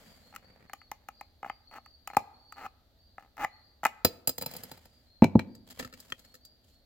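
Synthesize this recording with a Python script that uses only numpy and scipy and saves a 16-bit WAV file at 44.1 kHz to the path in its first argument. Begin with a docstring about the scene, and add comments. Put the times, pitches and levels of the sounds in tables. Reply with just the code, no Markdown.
"""A screwdriver levers a plastic emblem out of a steering wheel cover in an open shed; birds peep far away.
First a glove slides over the cover, then the blade clicks against it and creaks in stick-slip jerks.
Just before 4 s the emblem snaps free, drops and bounces to rest with a bright clatter.
At 5.2 s the tool is set down and the bench booms. Last, gloved hands turn the cover over:
they rub, sticky fingers tick off the rim, and a stiff catch clicks once."""
import sys
import numpy as np
from scipy import signal
from scipy.fft import rfft, irfft
from scipy.io import wavfile

SR = 44100
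rng = np.random.default_rng(int(sys.argv[2]) if len(sys.argv) > 2 else 0)


def dump(signal):
    """Clip the signal to [-1, 1] and save it as 16-bit WAV at the path in sys.argv[1]."""
    limited = np.clip(np.atleast_2d(signal).T, -1, 1)
    pcm = np.round(limited * 32767).astype(np.int16)
    wavfile.write(sys.argv[1], SR, pcm)


N = 302085
TIME = np.arange(N) / SR


def from_db(db):
    """Decibels to gain."""
    return 10 ** (np.asarray(db) / 20)


def rms_one(x):
    """Scale to rms 1."""
    return x / np.sqrt(np.mean(x ** 2) + 1e-20)


def at_hz(points, hz):
    """Read a curve on a log-frequency axis."""
    f, value = np.transpose(points)
    return np.interp(np.log(np.maximum(hz, 1)), np.log(f), value)


def add(out, start, sound):
    """Mix a sound in at its start time in seconds."""
    i = max(round(start * SR), 0)
    out[:, i:i + sound.shape[-1]] += sound[:, :max(N - i, 0)]


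def flutter(per_s):
    """Random modulation that glides to a new value per_s times a second."""
    steps = np.clip(rng.standard_normal(N // 20), -2, 2)
    return np.interp(TIME * per_s, np.arange(len(steps)), steps)


# stereo image of all noise: (frequency [Hz], left-right correlation [0-1])
CORRELATION = [(60, 0.92), (300, 0.74), (1000, 0.54), (3000, 0.04), (12000, .1)]

def noise(spectrum, size, pan=((1000, 0),)):
    """Coloured stereo noise at rms 1, narrow in the bass and wide in the treble."""
    hz, sides = np.fft.rfftfreq(size, 1 / SR), np.array([[1], [-1]])
    mid, side = rfft(rng.standard_normal((2, size)))
    alike = np.clip(at_hz(CORRELATION, hz), 0, 1)
    ears = np.sqrt(1 + alike) * mid + np.sqrt(1 - alike) * side * sides
    colour = from_db(at_hz(spectrum, hz) + sides * at_hz(pan, hz) / 2)
    return rms_one(irfft(ears * colour, size))


# attack noise of hard and of softer contacts: (frequency [Hz], level [dB])
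HARD_CRACK = [(100, 9.5), (1200, -9.5), (3000, -7.5), (4600, -0.5), (5600, -7.5), (7500, -1.5),
              (9500, -12.5), (11500, -12.5), (15500, 1)]
SOFT_CRACK = [(100, 4.5), (2300, 7), (3600, -4), (7000, -7), (9800, -12.5), (15500, -5)]

def ringing(modes, crack_colour, pan, crack_db, crack_t60, rise_s, lag_s, size=9000, vary_db=3):
    """One contact: the body's modes, each at a fresh level, and a short crack of crowded modes."""
    t, sides = TIME[:size], np.array([1, -1])[:, None, None]
    hz, db, t60 = np.transpose(modes)[:, :, None]
    decay = from_db(db + vary_db * rng.standard_normal(hz.shape) - 60 * t / t60)
    polarity = (-1) ** np.arange(len(modes))[:, None]   # neighbouring modes swing in opposite senses
    balance = from_db(sides * at_hz(pan, hz) / 2)
    left_lag = np.clip(2 * np.pi * hz * lag_s, -1.8, 1.8)   # delay between the ears, in radians
    tones = polarity * decay * balance * np.sin(2 * np.pi * hz * t - sides * left_lag / 2)
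    crack = from_db(crack_db - 60 * t / crack_t60) * noise(crack_colour, size, pan)
    return (tones.sum(axis=1) + crack) * (1 - np.exp(-t / rise_s))


# borders of five bands, thud, knock, clack, tick and sizzle: (frequency [Hz])
BAND_BORDERS = [60, 500, 1100, 3600, 9000, 16000]
# how much of a hit's edge and of its weight each band takes: (share [0-1])
EDGE_SHARE = [0, 0, 0, .8, 1]
WEIGHT_SHARE = [1, .8, 0, 0, 0]

def strike(hits, body, eq_db, lead_s=0.0011, reference_s=0.02):
    """Each hit rings the body: a sharp contact (edge) adds treble, a whole-body push (weight) bass."""
    out, hits = np.zeros((2, N)), np.array(hits)
    starts, level_db, touch = hits[:, 0], hits[:, 1:2], hits[:, 2:]
    shares = np.array([EDGE_SHARE, WEIGHT_SHARE])[:touch.shape[1]]
    band_db = level_db + eq_db + touch @ shares
    rings = np.array([body() for _ in hits])
    sounds = 0
    for k, borders in enumerate(zip(BAND_BORDERS, BAND_BORDERS[1:])):
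        bandpass = signal.butter(2, borders, "band", fs=SR, output="sos")
        band = signal.sosfilt(np.vstack([bandpass, bandpass]), rings + 1e-18)
        energy = (band ** 2).mean(axis=1).sum(axis=1)
        gain = from_db(band_db[:, k]) / np.sqrt(energy / (reference_s * SR))
        sounds = sounds + band * gain[:, None, None]
    for start, sound in zip(starts, sounds):
        add(out, start - lead_s, sound)   # start each hit about a millisecond early so it peaks on time
    return out


# room tone: (frequency [Hz], level [dB])
AIR_COLOUR = [(15, -31), (25, -2), (80, 4), (153, -13), (242, -8), (373, -17), (641, -13), (1040, -26.5),
              (1790, -24.5), (2480, -30.5), (4610, -17.5), (5140, -30), (10100, -41.5), (11600, -29.5),
              (16000, -35)]

def still_air(level_db=-65.5):
    """A faint, steady bed of dark noise."""
    return from_db(level_db) * noise(AIR_COLOUR, N)


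# bird calls: (time [s], pitch [Hz], level before gain_db [dB])
PEEPS = [(0.018, 4660, -68.5), (0.201, 4290, -69.5), (0.408, 4570, -69.5), (0.62, 4230, -74.5),
         (0.746, 4424, -68.5), (1.102, 4670, -68.5), (1.13, 4170, -73), (1.455, 4680, -68.5),
         (1.63, 4350, -64.5), (1.837, 4650, -64.5), (2.048, 4175, -67), (2.33, 4473, -68),
         (2.43, 4600, -65.5), (2.489, 4160, -70), (2.982, 4650, -71.5), (3.04, 4070, -83),
         (3.479, 4326, -66), (3.581, 4670, -71), (4.87, 4700, -73.5), (5.06, 4266, -69),
         (5.458, 4680, -70.5), (6.2, 4340, -70), (6.394, 4650, -66), (6.66, 4266, -75)]

def birds(peep_s=0.125, gain_db=3.0, arch=0.052, warble=0.014, flutter_db=6.5, scatter_t60=0.52):
    """Thin fluttering peeps, arched in pitch, smeared by many reflections on their long way."""
    out, t, age = np.zeros((2, N)), TIME[:SR // 4], TIME[:int(peep_s * SR)]
    swell = np.sin(np.pi * age / peep_s)
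    knots = np.linspace(0, .25, 40)
    for start, hz, db in PEEPS:
        waver, throb = (np.interp(age, knots, steps) for steps in rng.standard_normal((2, len(knots))))
        pitch = hz * (1 + arch * (swell - .8) + warble * waver)
        envelope = np.sqrt(np.abs(swell)) * from_db(flutter_db * throb)
        call = envelope * np.sin(2 * np.pi * np.cumsum(pitch) / SR)
        scatter = rng.standard_normal((2, len(t))) * from_db(-60 * t / scatter_t60)
        far = signal.fftconvolve(call[None], scatter, axes=1)
        add(out, start, from_db(db + gain_db) * far / np.sqrt(np.sum(far ** 2) / (2 * len(call))))
    return out


# colour of the shed's reverb: (frequency [Hz], level [dB])
SHED_COLOUR = [(60, -1.5), (200, -5.5), (500, -2), (750, -6.5), (1050, -5), (2300, -0.5), (5000, -4.5),
               (15000, -11.5)]

def shed(x, near_db, near_t60, far_db, low_t60, high_t60, crossover_hz=1500, build_s=0.012):
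    """Add quick reflections from the bench and body, then a faint tail from the metal roof."""
    t = TIME[:SR]
    echoes = noise(SHED_COLOUR, SR) * (1 - np.exp(-(t / build_s) ** 2))
    low = signal.sosfilt(signal.butter(3, crossover_hz, "low", fs=SR, output="sos"), echoes)
    high = signal.sosfilt(signal.butter(3, crossover_hz, "high", fs=SR, output="sos"), echoes)
    near = echoes * from_db(-60 * t / near_t60)
    far = low * from_db(-60 * t / low_t60) + high * from_db(-60 * t / high_t60)
    response = (from_db(near_db) * rms_one(near) + from_db(far_db) * rms_one(far)) / np.sqrt(SR)
    return x + signal.fftconvolve(x, response, axes=1)[:, :N]


# the dull and the bright layer of glove friction: (frequency [Hz], level [dB])
RUB_BODY = [(59, -34.5), (100, -6), (203, -4.5), (264, -5), (309, -23.5), (483, -7.5), (1040, -18),
            (1260, -17.5), (1910, -16), (2260, -17.5), (4000, -42), (5200, -59.5), (8800, -120)]
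RUB_HISS = [(1470, -35), (2500, -16), (3230, -4), (3600, -11), (4880, -6), (5650, -15.5), (7300, -9),
            (9010, -18.5), (11800, -13), (16000, -17)]
# glove slides: (time [s], length [s], body level [dB], hiss level [dB], grain depth [dB])
GLOVE_STROKES = [(-0.02, 0.33, -59, -62.5, 1.5), (0.32, 0.38, -60.5, -77, 6), (0.853, 0.17, -77, -92, 7.5),
                 (4.458, 0.3, -53, -55.5, 2.5), (4.8, 0.28, -71, -72.5, 1), (5.655, 0.16, -62, -61, 7.5),
                 (5.764, 0.085, -55, -60.5, 4.5), (5.96, 0.34, -63, -62, 3), (6.63, 0.09, -79.5, -70, 4)]

def glove_rubs(grains_per_s=260, clumps_per_s=55, attack_s=0.028, sag_db_per_s=22.5, release_s=0.049):
    """Gloves slide over the cover: each stroke swells, sags and lets go, catching in clumps of grains."""
    body, hiss = 0, 0
    catching = flutter(grains_per_s) + flutter(clumps_per_s)
    for start, length, body_db, hiss_db, grain_db in GLOVE_STROKES:
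        age = np.maximum(TIME - start, 0)
        gate = np.minimum(age / attack_s, 1) * np.exp(-np.maximum(age - length, 0) / release_s)
        friction = gate * from_db(grain_db * catching - sag_db_per_s * age)
        body += from_db(body_db) * friction
        hiss += from_db(hiss_db) * friction
    return body * noise(RUB_BODY, N) + hiss * noise(RUB_HISS, N)


# panning of the cover, its rim and its catch: (frequency [Hz], left minus right [dB])
COVER_PAN = [(300, -0.5), (1500, 2.5), (3000, 3.5), (6000, 2), (11000, 0.5), (15000, -0.5)]
# ring of the rim: (frequency [Hz], level [dB], t60 [s])
RIM_MODES = [(249, -5.5, 0.17), (505, -2.5, 0.058), (1310, 1.5, 0.028), (1796, 7, 0.017), (2710, -2, 0.016),
             (4080, 4, 0.017), (4990, 2.5, 0.017), (7500, -3, 0.016), (11600, 7, 0.016)]
# tone of a tick, thud to sizzle: (level [dB])
FINGER_EQ = [-3, -22, -4, -2.5, -6.5]
# fingers lifting off: (time [s], level [dB], edge [dB])
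FINGER_TICKS = [(5.551, -65, 7.5), (5.707, -57, 6), (5.792, -51.5, 5.5), (5.801, -39.5, -28),
                (5.827, -45, -12), (5.848, -43, -10), (5.857, -63, -21), (5.927, -53, -7),
                (5.938, -50.5, -5.5), (6.002, -70, 22), (6.101, -56, -3), (6.194, -70, 12), (6.249, -64, 2),
                (6.342, -59, 2), (6.352, -59, 2.5), (6.451, -70, 18)]

def finger_ticks():
    """Sticky rubber fingers let go of the cover's rim with dry ticks."""
    def rim():
        return ringing(RIM_MODES, HARD_CRACK, COVER_PAN,
                       crack_db=6.0, crack_t60=0.045, rise_s=0.0015, lag_s=0.00022)
    return strike(FINGER_TICKS, rim, FINGER_EQ)


# ring of the catch: (frequency [Hz], level [dB], t60 [s])
CATCH_MODES = [(523, -29, 0.11), (1260, -6.5, 0.018), (1860, -8.5, 0.021), (2510, -2, 0.013),
               (3216, 4, 0.019), (4400, -11, 0.0088)]
# tone of the catch, thud to sizzle: (level [dB])
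CATCH_EQ = [-17, -20.5, -2.5, -13, -30]
# its single click: (time [s], level [dB], edge [dB])
CATCH_CLICK = [(6.1225, -34.5, 2.5)]

def catch_click():
    """A small stiff plastic tab gives a biting click as the cover is turned over."""
    def tab():
        return ringing(CATCH_MODES, SOFT_CRACK, COVER_PAN,
                       crack_db=-0.5, crack_t60=0.018, rise_s=0.0014, lag_s=0.000088)
    return strike(CATCH_CLICK, tab, CATCH_EQ)


# boom of the bench top: (frequency [Hz], level [dB], t60 [s])
BENCH_MODES = [(95.1, -21, 0.32), (129, -4.5, 0.044), (157.6, -8, 0.13), (223.1, 4, 0.047),
               (375, -4.5, .04), (486, -3.5, 0.022), (692, -11.5, 0.041), (865, -10, 0.032),
               (1603, -31.5, .022), (2320, -16.5, 0.025), (4060, -15.5, 0.0162)]
# panning of the bench: (frequency [Hz], left minus right [dB])
BENCH_PAN = [(200, -0.5), (700, 0.5), (1400, 8.5), (2500, 3), (6000, 1.5), (12000, 1.5)]
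# tone of the bench, thud to sizzle: (level [dB])
BENCH_EQ = [14, 4, -6, -16.5, -25]
# handle and shaft landing: (time [s], level [dB], edge [dB], weight [dB])
BENCH_HITS = [(5.222, -33.5, -6, 9.5), (5.2285, -48, 4, -7), (5.2355, -36, -9, -2.5),
              (5.243, -26.5, 1.5, -8.5), (5.354, -53, 5.5, 26.5), (5.394, -31.5, 0, -19.5)]

def tool_on_bench():
    """The bench top booms as the screwdriver is set down."""
    def bench():
        return ringing(BENCH_MODES, SOFT_CRACK, BENCH_PAN,
                       crack_db=-14.5, crack_t60=0.026, rise_s=0.00037, lag_s=-0.000041)
    return strike(BENCH_HITS, bench, BENCH_EQ)


# hollow knock of the padded cover: (frequency [Hz], level [dB], t60 [s])
COVER_MODES = [(108, -23, 0.03), (256, -16, 0.022), (809, -2, .028), (1068, -10, 0.012), (1275, -3, .022),
               (1740, -12, 0.02), (2044, -9.5, .018), (2510, -16, 0.015), (2860, -21, 0.024),
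               (5000, -24.5, 0.0065), (6350, -27, .012), (7280, -25, 0.013), (13300, -25, 0.012)]
# creaks: (start [s], end [s], first rate [slips/s], last rate [slips/s], first level [dB], last level [dB])
CREAKS = [(0.326, 0.345, 112, 370, -53, -49.5), (1.451, 1.487, 220, 370, -50, -53),
          (1.712, 1.781, 190, 300, -52.5, -45), (2.111, 2.173, 45, 53, -56, -47.5),
          (2.56, 2.665, 220, 430, -53.5, -39.5), (3.196, 3.284, 82, 47, -58.5, -71.5),
          (3.379, 3.443, 118, 460, -43, -32.5)]

def blade_creaks(jitter=0.31, grit_db=-12, vary_db=2, max_slips=50):
    """The blade sticks and slips, mostly speeding up as the push grows; each jerk knocks the cover."""
    out = np.zeros((2, N))
    for start, end, first_rate, last_rate, first_db, last_db in CREAKS:
        now = start
        for delay, force in rng.standard_normal((max_slips, 2)):
            knock = ringing(COVER_MODES, SOFT_CRACK, COVER_PAN, crack_db=grit_db,
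                            crack_t60=0.031, rise_s=0.0004, lag_s=-0.000055, size=1024)
            progress = (now - start) / (end - start)
            if progress < 1:
                rate = first_rate + (last_rate - first_rate) * progress
                level = from_db(first_db + (last_db - first_db) * progress + vary_db * force)
                add(out, now, level * knock * np.sqrt(2 * SR / rate / np.sum(knock ** 2)))
                now += np.exp(jitter * delay) / rate
    return out


# tone of the cover, thud to sizzle: (level [dB])
COVER_EQ = [-18.5, -1, -1.5, -17, -18.5]
# prying, up to the final snap: (time [s], level [dB], edge [dB], weight [dB])
PRY_CLICKS = [(0.351, -58, 14, -11), (0.362, -44.5, 8.5, -40), (0.697, -53.5, -3, -5),
              (0.734, -44.5, 11.5, -2), (0.816, -56.5, -7, -24), (0.916, -45, 12.5, 5),
              (1.087, -46.5, 6.5, 2), (1.211, -49, 6.5, 4.5), (1.43, -47, -8, 8), (1.446, -45, -17, 3.5),
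              (1.461, -54.5, -17, 13.5), (1.4985, -39, -10, 1), (1.783, -56.5, -5, 8),
              (1.861, -57, 3, -10.5), (2.075, -43.5, 13, -2), (2.101, -50.5, -3, 3),
              (2.1686, -30.5, 9.5, 15.5), (2.524, -48.5, 6, -10), (2.6625, -52.5, -1.5, 10.5),
              (3.182, -48.5, -14, 1.5), (3.369, -59, 9.5, 0.5), (3.441, -47, 7.5, 16),
              (3.4468, -30.5, -4.5, -2.5), (3.833, -42.5, -2.5, 8), (3.839, -42.5, 7, 3),
              (3.852, -26.5, 6.5, -8), (3.8565, -25.5, -10, 1.5), (3.8655, -35.5, 7.5, -7)]

def blade_clicks(detune=0.028):
    """The blade knocks the cover; the load on the plastic shifts each mode a little from hit to hit."""
    def strained_cover():
        modes = np.array(COVER_MODES, float)
        modes[:, 0] *= 1 + detune * rng.standard_normal(len(modes))
        return ringing(modes, SOFT_CRACK, COVER_PAN,
                       crack_db=-14, crack_t60=0.018, rise_s=0.00057, lag_s=-0.000053)
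    return strike(PRY_CLICKS, strained_cover, COVER_EQ)


# ring of the emblem and of what it lands on: (frequency [Hz], level [dB], t60 [s])
EMBLEM_MODES = [(4078, -3, .055), (4812, 4, .035), (5020, 3, .037), (6020, -10, .025), (6450, -6, .03),
                (7550, 2, .03), (8400, -7, .022), (10965, -5, .028), (11425, 2, .033), (12350, -4, .025),
                (14420, -3, .025), (15100, 4, .028), (15210, 3, .028), (15330, 1, .025)]
GROUND_MODES = [(100.86, -16.5, 0.0975), (172, -8.5, 0.048), (266, -9, 0.072), (440, -21, 0.0096),
                (486, -3.5, 0.048), (710, -1.5, 0.014), (893, -5, 0.027), (1309, -9.5, 0.036),
                (1730, -4, 0.0099), (2334, -12.5, 0.024), (2620, -4.5, 0.013), (3160, -6, 0.0083)]
# panning of the emblem: (frequency [Hz], left minus right [dB])
EMBLEM_PAN = [(300, 0.5), (1400, 3), (2500, 1), (4800, 1), (7000, 6), (10500, -10), (15000, 0)]
# tone of the emblem, thud to sizzle: (level [dB])
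EMBLEM_EQ = [-2.5, -2.5, -5, -3, 1.5]
# landing, bounces and last rattle: (time [s], level [dB], edge [dB])
EMBLEM_HITS = [(4.0478, -24.5, 1), (4.274, -38.5, 11.5), (4.2925, -43, 9.5), (4.381, -46, 5),
               (4.412, -46.5, 1), (4.422, -45, 4), (4.433, -48, -18), (4.461, -43, 3.5), (4.512, -58, 5.5),
               (4.537, -54, 4), (4.551, -52.5, -14), (4.565, -58.5, 13), (4.635, -55.5, 9),
               (4.715, -49.5, -2.5), (4.775, -62.5, -2.5), (4.855, -62.5, -2)]

def emblem_drop():
    """The hard plated emblem clatters brightly and knocks what it lands on."""
    def emblem():
        return ringing(list(GROUND_MODES) + list(EMBLEM_MODES), HARD_CRACK, EMBLEM_PAN,
                       crack_db=14.5, crack_t60=0.024, rise_s=0.003, lag_s=0.000065)
    return strike(EMBLEM_HITS, emblem, EMBLEM_EQ)


def scene():
    """The work close by, in the shed's reverb, over far birds and still air."""
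    prying = blade_clicks() + blade_creaks()
    drop = emblem_drop()
    handling = tool_on_bench() + finger_ticks() + glove_rubs()
    click = catch_click()
    # the drop, handling and catch have shorter bright tails than the prying; the catch is driest
    work = shed(drop, near_db=-17, near_t60=0.067, far_db=-25.5, low_t60=0.68, high_t60=0.39)
    work += shed(handling, near_db=-18.5, near_t60=0.084, far_db=-26, low_t60=0.65, high_t60=0.35)
    work += shed(click, near_db=-25.5, near_t60=0.08, far_db=-37, low_t60=0.76, high_t60=0.3)
    work += shed(prying, near_db=-20, near_t60=0.11, far_db=-27, low_t60=0.79, high_t60=0.54)
    return work + birds() + still_air()


def record(dry, ceiling=0.85, cutoff_hz=16100):
    """A soft clip rounds the highest peaks and a steep low-pass cuts the top."""
    rounded = dry / (1 + (dry / ceiling) ** 6) ** (1 / 6)
    return signal.sosfilt(signal.ellip(10, .1, 80, cutoff_hz, fs=SR, output="sos"), rounded)


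dry = scene()
out = record(dry)
dump(out)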